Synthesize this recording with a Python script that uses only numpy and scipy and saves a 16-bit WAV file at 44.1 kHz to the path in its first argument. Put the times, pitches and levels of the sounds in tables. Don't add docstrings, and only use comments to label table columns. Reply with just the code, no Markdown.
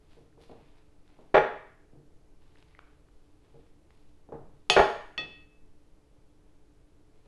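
import sys
import numpy as np
from scipy import signal
from scipy.fft import rfft, irfft
from scipy.io import wavfile

SR = 44100
rng = np.random.default_rng(int(sys.argv[2]) if len(sys.argv) > 2 else 0)


def transcribe(u):
    v = np.clip(np.atleast_2d(u).T, -1, 1)
    q = np.round(v * 32767).astype(np.int16)
    wavfile.write(sys.argv[1], SR, q)


N = 320607
TIME = np.arange(N) / SR
AGE = np.arange(SR) / SR


def amp(db):
    return 10 ** (np.asarray(db) / 20)


def unit_rms(x):
    return x / np.sqrt(np.mean(x ** 2) + 1e-20)


def curve_at(points, hz):
    f, value = np.transpose(points)
    return np.interp(np.log(hz + 1), np.log(f), value)


def add(mix, t, sound):
    part = mix[max(round(t * SR), 0):][:len(sound)]
    part += sound[:len(part)]


def shape_steady(x, spectrum):
    return irfft(rfft(x) * amp(curve_at(spectrum, np.fft.rfftfreq(len(x), 1 / SR))), len(x))


def shape_blow(x, spectrum, size=4096):
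    log_gain = np.log(amp(curve_at(spectrum, abs(np.fft.fftfreq(size, 1 / SR)))))
    taps = np.fft.ifft(np.exp(np.conj(signal.hilbert(log_gain)))).real
    return signal.fftconvolve(x, taps[:size // 2])[:len(x)]


def drift(hz):
    lowpass = np.exp(-(np.fft.rfftfreq(N, 1 / SR) / hz) ** 2)
    return unit_rms(irfft(rfft(rng.standard_normal(N)) * lowpass, N))


def soft_contact(x, corner_hz):
    return signal.sosfilt(signal.butter(2, corner_hz, fs=SR, output="sos"), x)


def ring(hz, t60, db, twin=0, split_hz=0):
    phase = 2 * np.pi * hz[:, None] * AGE
    beat = 2 * np.pi * split_hz * np.sqrt(hz[:, None] / 1000) * AGE
    fade = amp(db[:, None] - 60 * AGE / t60[:, None])
    sign = (-1) ** np.arange(len(hz))[:, None]
    return (sign * fade * (np.sin(phase) + twin * np.sin(phase + beat))).sum(0)


def burst(t60, passes=4):
    fade = amp(-60 * AGE / t60)
    x = rng.standard_normal(SR) * fade
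    for _ in range(passes):
        whitened = irfft(np.exp(1j * np.angle(rfft(x))), SR)
        x = whitened * np.sqrt(fade)
    return x / np.linalg.norm(x)


# f/Hz, T60/s
ROOM_DECAY = [(100, 0.93), (300, .42), (700, 0.48), (1800, 0.64), (4500, 0.53), (10000, 0.63)]
def echoes(rise_s=0.012):
    hz, t, bands = signal.stft(rng.standard_normal(SR), SR, nperseg=256)
    bands = bands * amp(-60 * t / curve_at(ROOM_DECAY, hz)[:, None])
    tail = signal.istft(bands, SR, nperseg=256)[1][:SR] * (1 - np.exp(-(AGE / rise_s) ** 2))
    return tail / np.linalg.norm(tail)


def in_room(x, room_db):
    return x + amp(room_db) * signal.fftconvolve(x, echoes())[:len(x)]


# f/Hz, level/dB
AIR_SPECTRUM = [(8.8, -29), (15, 1), (146, -14.5), (263, -23.5), (293, -11), (319, -17), (398, -22.5),
                (433, -21.5), (734, -28.5), (867, -31), (1280, -34.5), (1550, -38), (2360, -39.5),
                (2790, -40.5), (11500, -49), (15000, -71.5), (22000, -120)]
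RUMBLE_SPECTRUM = [(3, 0), (10, 5.5), (20, -12), (50, -19), (100, -32.5), (200, -62.5)]
HUM_PARTIALS = [(296.1, -76.5), (317.6, -87), (430.7, -76), (861.3, -89.5), (1545, -95.5)]
def kitchen(air_db=-66, rumble_db=-57, swell_db=2, waver=0.12, wander_hz=0.17):
    air = shape_steady(rng.standard_normal(N), AIR_SPECTRUM)
    highpass = signal.butter(4, 100, "high", fs=SR, output="sos")
    air /= np.std(signal.sosfilt(highpass, air))
    rumble = unit_rms(shape_steady(rng.standard_normal(N), RUMBLE_SPECTRUM) * amp(swell_db * drift(3)))
    hum = np.zeros(N)
    for hz, db in HUM_PARTIALS:
        envelope = 1 + waver * drift(5)
        phase = 2 * np.pi * np.cumsum(hz + wander_hz * drift(3)) / SR
        hum += amp(db) * unit_rms(envelope * np.sin(phase))
    return amp(air_db) * air + amp(rumble_db) * rumble + hum


def stroke_pressure(start, length, attack_s=0.038, sag_db=-4, release_s=0.04):
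    age = np.maximum(TIME - start, 0)
    attack = np.minimum(age / attack_s, 1)
    hold = amp(sag_db * np.minimum(age / length, 1))
    release = np.exp(-np.maximum(age - length, 0) / release_s)
    return attack * hold * release


# f/Hz, level/dB
FRICTION_SPECTRUM = [(300, -4.5), (900, 4), (1500, -2), (2500, 0.5), (3500, -1.5), (4800, -4.5),
                     (6200, -14), (11000, -17.5)]
# t/s, duration/s, relative level/dB, brightness/dB
BLADE_STROKES = [(0, .1, -72, 0), (0.091, 0.07, -62, 0.5), (0.38, 0.058, -60.5, 2), (0.462, 0.32, -69, -6),
                 (1.035, 0.25, -73, -6.5), (2.39, 0.17, -70.5, -2), (2.545, 0.076, -69, 1),
                 (2.66, 0.27, -75.5, -7), (3.08, .2, -78, 3), (3.407, .28, -76.5, -7), (3.88, .2, -75.5, 4),
                 (4.5, .2, -79.5, 3), (7.128, .14, -76, -4)]
def blade_scrapes(level_db=-3, slips_per_s=900, spread_db=4, smear=0.7, judder_db=2, pivot_hz=3000):
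    slips = (rng.random(N) < slips_per_s / SR) * rng.choice([-1, 1], N)
    slips = slips * amp(spread_db * np.minimum(rng.exponential(1, N), 4))
    friction = (unit_rms(slips) + smear * rng.standard_normal(N)) * amp(judder_db * drift(40))
    friction = unit_rms(shape_steady(friction, FRICTION_SPECTRUM))
    lows = signal.sosfiltfilt(signal.butter(1, pivot_hz, fs=SR, output="sos"), friction)
    out = np.zeros(N)
    for start, length, db, bright_db in BLADE_STROKES:
        tilted = lows / amp(bright_db) + (friction - lows) * amp(bright_db)
        out += amp(db) * stroke_pressure(start, length) * tilted
    return amp(level_db) * in_room(out, room_db=-3)


# f/Hz, level/dB
SNAP_SPECTRUM = [(100, -20), (600, 1), (1500, 1.5), (4500, -10), (9000, -18.5)]
# t/s, pocket level/dB, f/Hz, ring time/s, relative snap level/dB
DOUGH_POPS = [(.327, -61, 1600, 0.0041, -27), (1.078, -62.5, 3600, .004, -19.5),
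              (2.557, -52.5, 1810, 0.0041, -18), (2.572, -56, 2640, 0.0032, -19),
              (2.6264, -45, 2640, 0.0012, -16), (2.7497, -48, 2000, 0.0042, -21),
              (2.7912, -36, 1310, 0.0026, -4.5), (2.7913, -52, 2280, 0.0062, -12),
              (3.086, -61, 1400, 0.0067, -21), (3.906, -59, 1890, 0.0033, -14.5)]
def dough_pops(snap_t60=0.006, snap_level_db=-16):
    out = np.zeros(N)
    for t, db, hz, ring_s, snap_db in DOUGH_POPS:
        decay = AGE * np.log(1000) / ring_s
        add(out, t, amp(db) * decay * np.exp(1 - decay) * np.sin(2 * np.pi * hz * AGE))
        snap = soft_contact(shape_blow(burst(snap_t60), SNAP_SPECTRUM), 2 * hz)
        add(out, t, amp(snap_db + snap_level_db) * snap)
    return in_room(out, room_db=-6)


# f/Hz, T60/s, level/dB
BOUNCE_MODES = [(142, 0.17, -39.5), (290, .25, -51.5), (462, .33, -44), (830, .25, -52.5)]
# f/Hz, level/dB
THUMP_SPECTRUM = [(30, -0.5), (110, 4), (220, 6.5), (420, 10.5), (800, 6), (1400, -5.5), (2200, -15),
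                  (5000, -17.5)]
# t/s, thump level/dB, bounce level/dB, corner f/Hz
BLADE_PUSHES = [(.166, -17.5, -14.5, 634), (0.373, -17, -14.5, 690), (.494, -11, -12.5, 870),
                (0.513, -15, -23, 895), (1.187, -18.5, -36, 1220), (1.205, -23, -33, 700),
                (1.928, -12, -23, 396), (1.962, -23, -3.5, 198), (3.540, -12.5, -7.5, 410),
                (4.287, -13.5, -30.5, 1000), (4.321, -4.5, 1.5, 1334), (4.354, -12.5, -12.5, 700),
                (5.186, -5, -6, 610), (7.257, -26, -24, 1100)]
def dough_thuds(thump_t60=0.085, room_db=-1, swell_cycles=4, bounce_db=5, contact_cycles=3):
    out = np.zeros(N)
    bounce = sum(ring(*np.transpose([mode])) * (1 - np.exp(-AGE * mode[0] / swell_cycles))
                 for mode in BOUNCE_MODES)
    for t, thump_db, ring_db, corner_hz in BLADE_PUSHES:
        press = 1 - np.exp(-AGE * corner_hz / contact_cycles)
        thump = shape_blow(burst(thump_t60) + amp(room_db) * echoes(), THUMP_SPECTRUM) * press
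        thud = amp(thump_db) * thump + amp(ring_db + bounce_db) * in_room(bounce, room_db=-9)
        add(out, t, soft_contact(thud, corner_hz))
    return out


# f/Hz, T60/s, level/dB struck at foot, at rim, on wall
GLASS_MODES = [(153, 0.42, -37, -43, -52), (235, 0.36, -38, -56, -63), (395, 0.33, -21, -31, -62),
               (459, 0.33, -22, -31, -59), (540, 0.3, -26, -52, -56), (606, 0.32, -22, -38, -62),
               (630, 0.34, -23, -44, -54), (722, 0.28, -31, -26, -48), (839, 0.33, -19, -32, -54),
               (911, 0.32, -30, -48, -64), (1128, 0.32, -30, -44, -63), (1259, 0.48, -41, -35, -43),
               (1350, 0.36, -32, -54, -64), (1421, 0.38, -28, -53, -68), (1698, 0.4, -34, -53, -66),
               (1868, 0.36, -31, -42, -58), (1891, 0.4, -42, -36, -34), (2353, 0.34, -35, -54, -69),
               (2546, 0.34, -47, -26, -52), (2609, 0.52, -46, -31, -30), (3158, 0.2, -56, -26, -51),
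               (3446, 0.33, -42, -26, -31), (4402, 0.36, -56, -32, -42), (5076, 0.22, -65, -38, -60),
               (5448, 0.34, -69, -46, -55), (5890, 0.36, -58, -45, -61), (6627, 0.33, -82, -33, -67),
               (7897, 0.36, -84, -46, -70), (9243, 0.25, -89, -43, -79), (10720, 0.24, -70, -43, -80)]
# f/Hz, level/dB
CRACK_SPECTRUM = [(30, 10), (200, 6), (450, 14), (800, 19.5), (1200, 14.5), (2000, 13.5), (3100, 24.5),
                  (3800, 15.5), (4500, 18.5), (6500, 3.5), (7400, 1), (9000, -6.5), (11000, -2.5),
                  (12000, -21.5)]
# t/s, crack level/dB, ring level/dB, corner f/Hz, place (0 rim, 1 wall)
HANDLE_STRIKES = [(4.6991, -3, -4.5, 11670, 0.018), (5.1778, -21.5, -6.5, 3930, 0.93)]
def handle_clinks(crack_t60=0.037, room_db=-5, contact_s=0.0005, excess=0.41, excess_s=0.049):
    out = np.zeros(N)
    hz, t60, _, rim_db, wall_db = np.transpose(GLASS_MODES)
    onset = (1 - np.exp(-(AGE / contact_s) ** 2)) * (1 + excess * np.exp(-AGE / excess_s))
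    for t, crack_db, ring_db, corner_hz, place in HANDLE_STRIKES:
        mode_db = rim_db + place * (wall_db - rim_db)
        glass = onset * ring(hz, t60, mode_db, twin=0.57, split_hz=3.2)
        crack = shape_blow(burst(crack_t60) + amp(room_db) * echoes(), CRACK_SPECTRUM)
        crack = soft_contact(crack, corner_hz)
        add(out, t, amp(crack_db) * crack + amp(ring_db) * in_room(glass, room_db=-14))
    return out


# f/Hz, level/dB
CLATTER_SPECTRUM = [(30, -0.5), (100, 6), (200, 12), (310, 20), (410, 32.5), (650, 33.5), (1050, 24.5),
                    (1400, 24.5), (2000, 20.5), (2900, 11.5), (3700, 10.5), (4400, 2.5), (7000, -4),
                    (11000, -4.5)]
COUNTER_SPECTRUM = [(20, 17), (55, 20.5), (95, 17), (140, 7.5), (300, 11.5), (600, -12.5), (3000, -39)]
# t/s, clatter level/dB, ring level/dB, corner f/Hz, boom level/dB
FOOT_IMPACTS = [(1.3416, -8.5, -8.5, 904, -14.5), (1.3436, -0.5, -3, 3063, -5.5),
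                (1.35, -6, -15.5, 3190, -13.5), (1.3533, -5.5, -8.5, 3600, -9.5),
                (1.3660, -1, -3, 2600, -7), (1.376, -1, -4.5, 2600, -9.5), (4.7633, -2, -12, 3000, -5.5),
                (4.7680, -1.5, -2, 3450, -7), (4.7730, -5, -3.5, 3600, -3), (4.7904, -0.5, -6, 2680, 1),
                (4.7980, -1.5, -3, 2412, -11.5)]
def bowl_knocks(rattle_t60=0.053, build_s=0.003, boom_t60=0.3, excess=1.8, excess_s=0.023, glass_db=-4.5):
    clatter, glass, boom = np.zeros((3, N))
    build = 1 - np.exp(-AGE / build_s)
    for t, clatter_db, _, corner_hz, boom_db in FOOT_IMPACTS:
        rattle = shape_blow(burst(rattle_t60), CLATTER_SPECTRUM) * build
        add(clatter, t, amp(clatter_db) * soft_contact(rattle, corner_hz))
        add(boom, t, amp(boom_db) * shape_blow(burst(boom_t60), COUNTER_SPECTRUM))
    onset = build * (1 + excess * np.exp(-AGE / excess_s))
    for hz, t60, foot_db, _, _ in GLASS_MODES:
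        envelope = onset * amp(foot_db - 60 * AGE / t60)
        energy = np.zeros(N)
        for t, _, ring_db, _, _ in FOOT_IMPACTS:
            add(energy, t, (amp(ring_db) * envelope) ** 2)
        glass += np.sqrt(energy) * np.sin(2 * np.pi * (hz * TIME + rng.random()))
    return in_room(clatter, room_db=-6) + amp(glass_db) * in_room(glass, room_db=-14) + boom


def scene():
    return (bowl_knocks() + handle_clinks() + dough_thuds() + dough_pops() + blade_scrapes() + kitchen())[None]


def record(dry, ceiling=0.64, edge_hz=11900):
    rounded = dry / (1 + (dry / ceiling) ** 4) ** (1 / 4)
    lowpass = signal.firwin(401, edge_hz, window=("kaiser", 9), fs=SR)
    return signal.oaconvolve(rounded, lowpass[None], "same")


dry = scene()
out = record(dry)
transcribe(out)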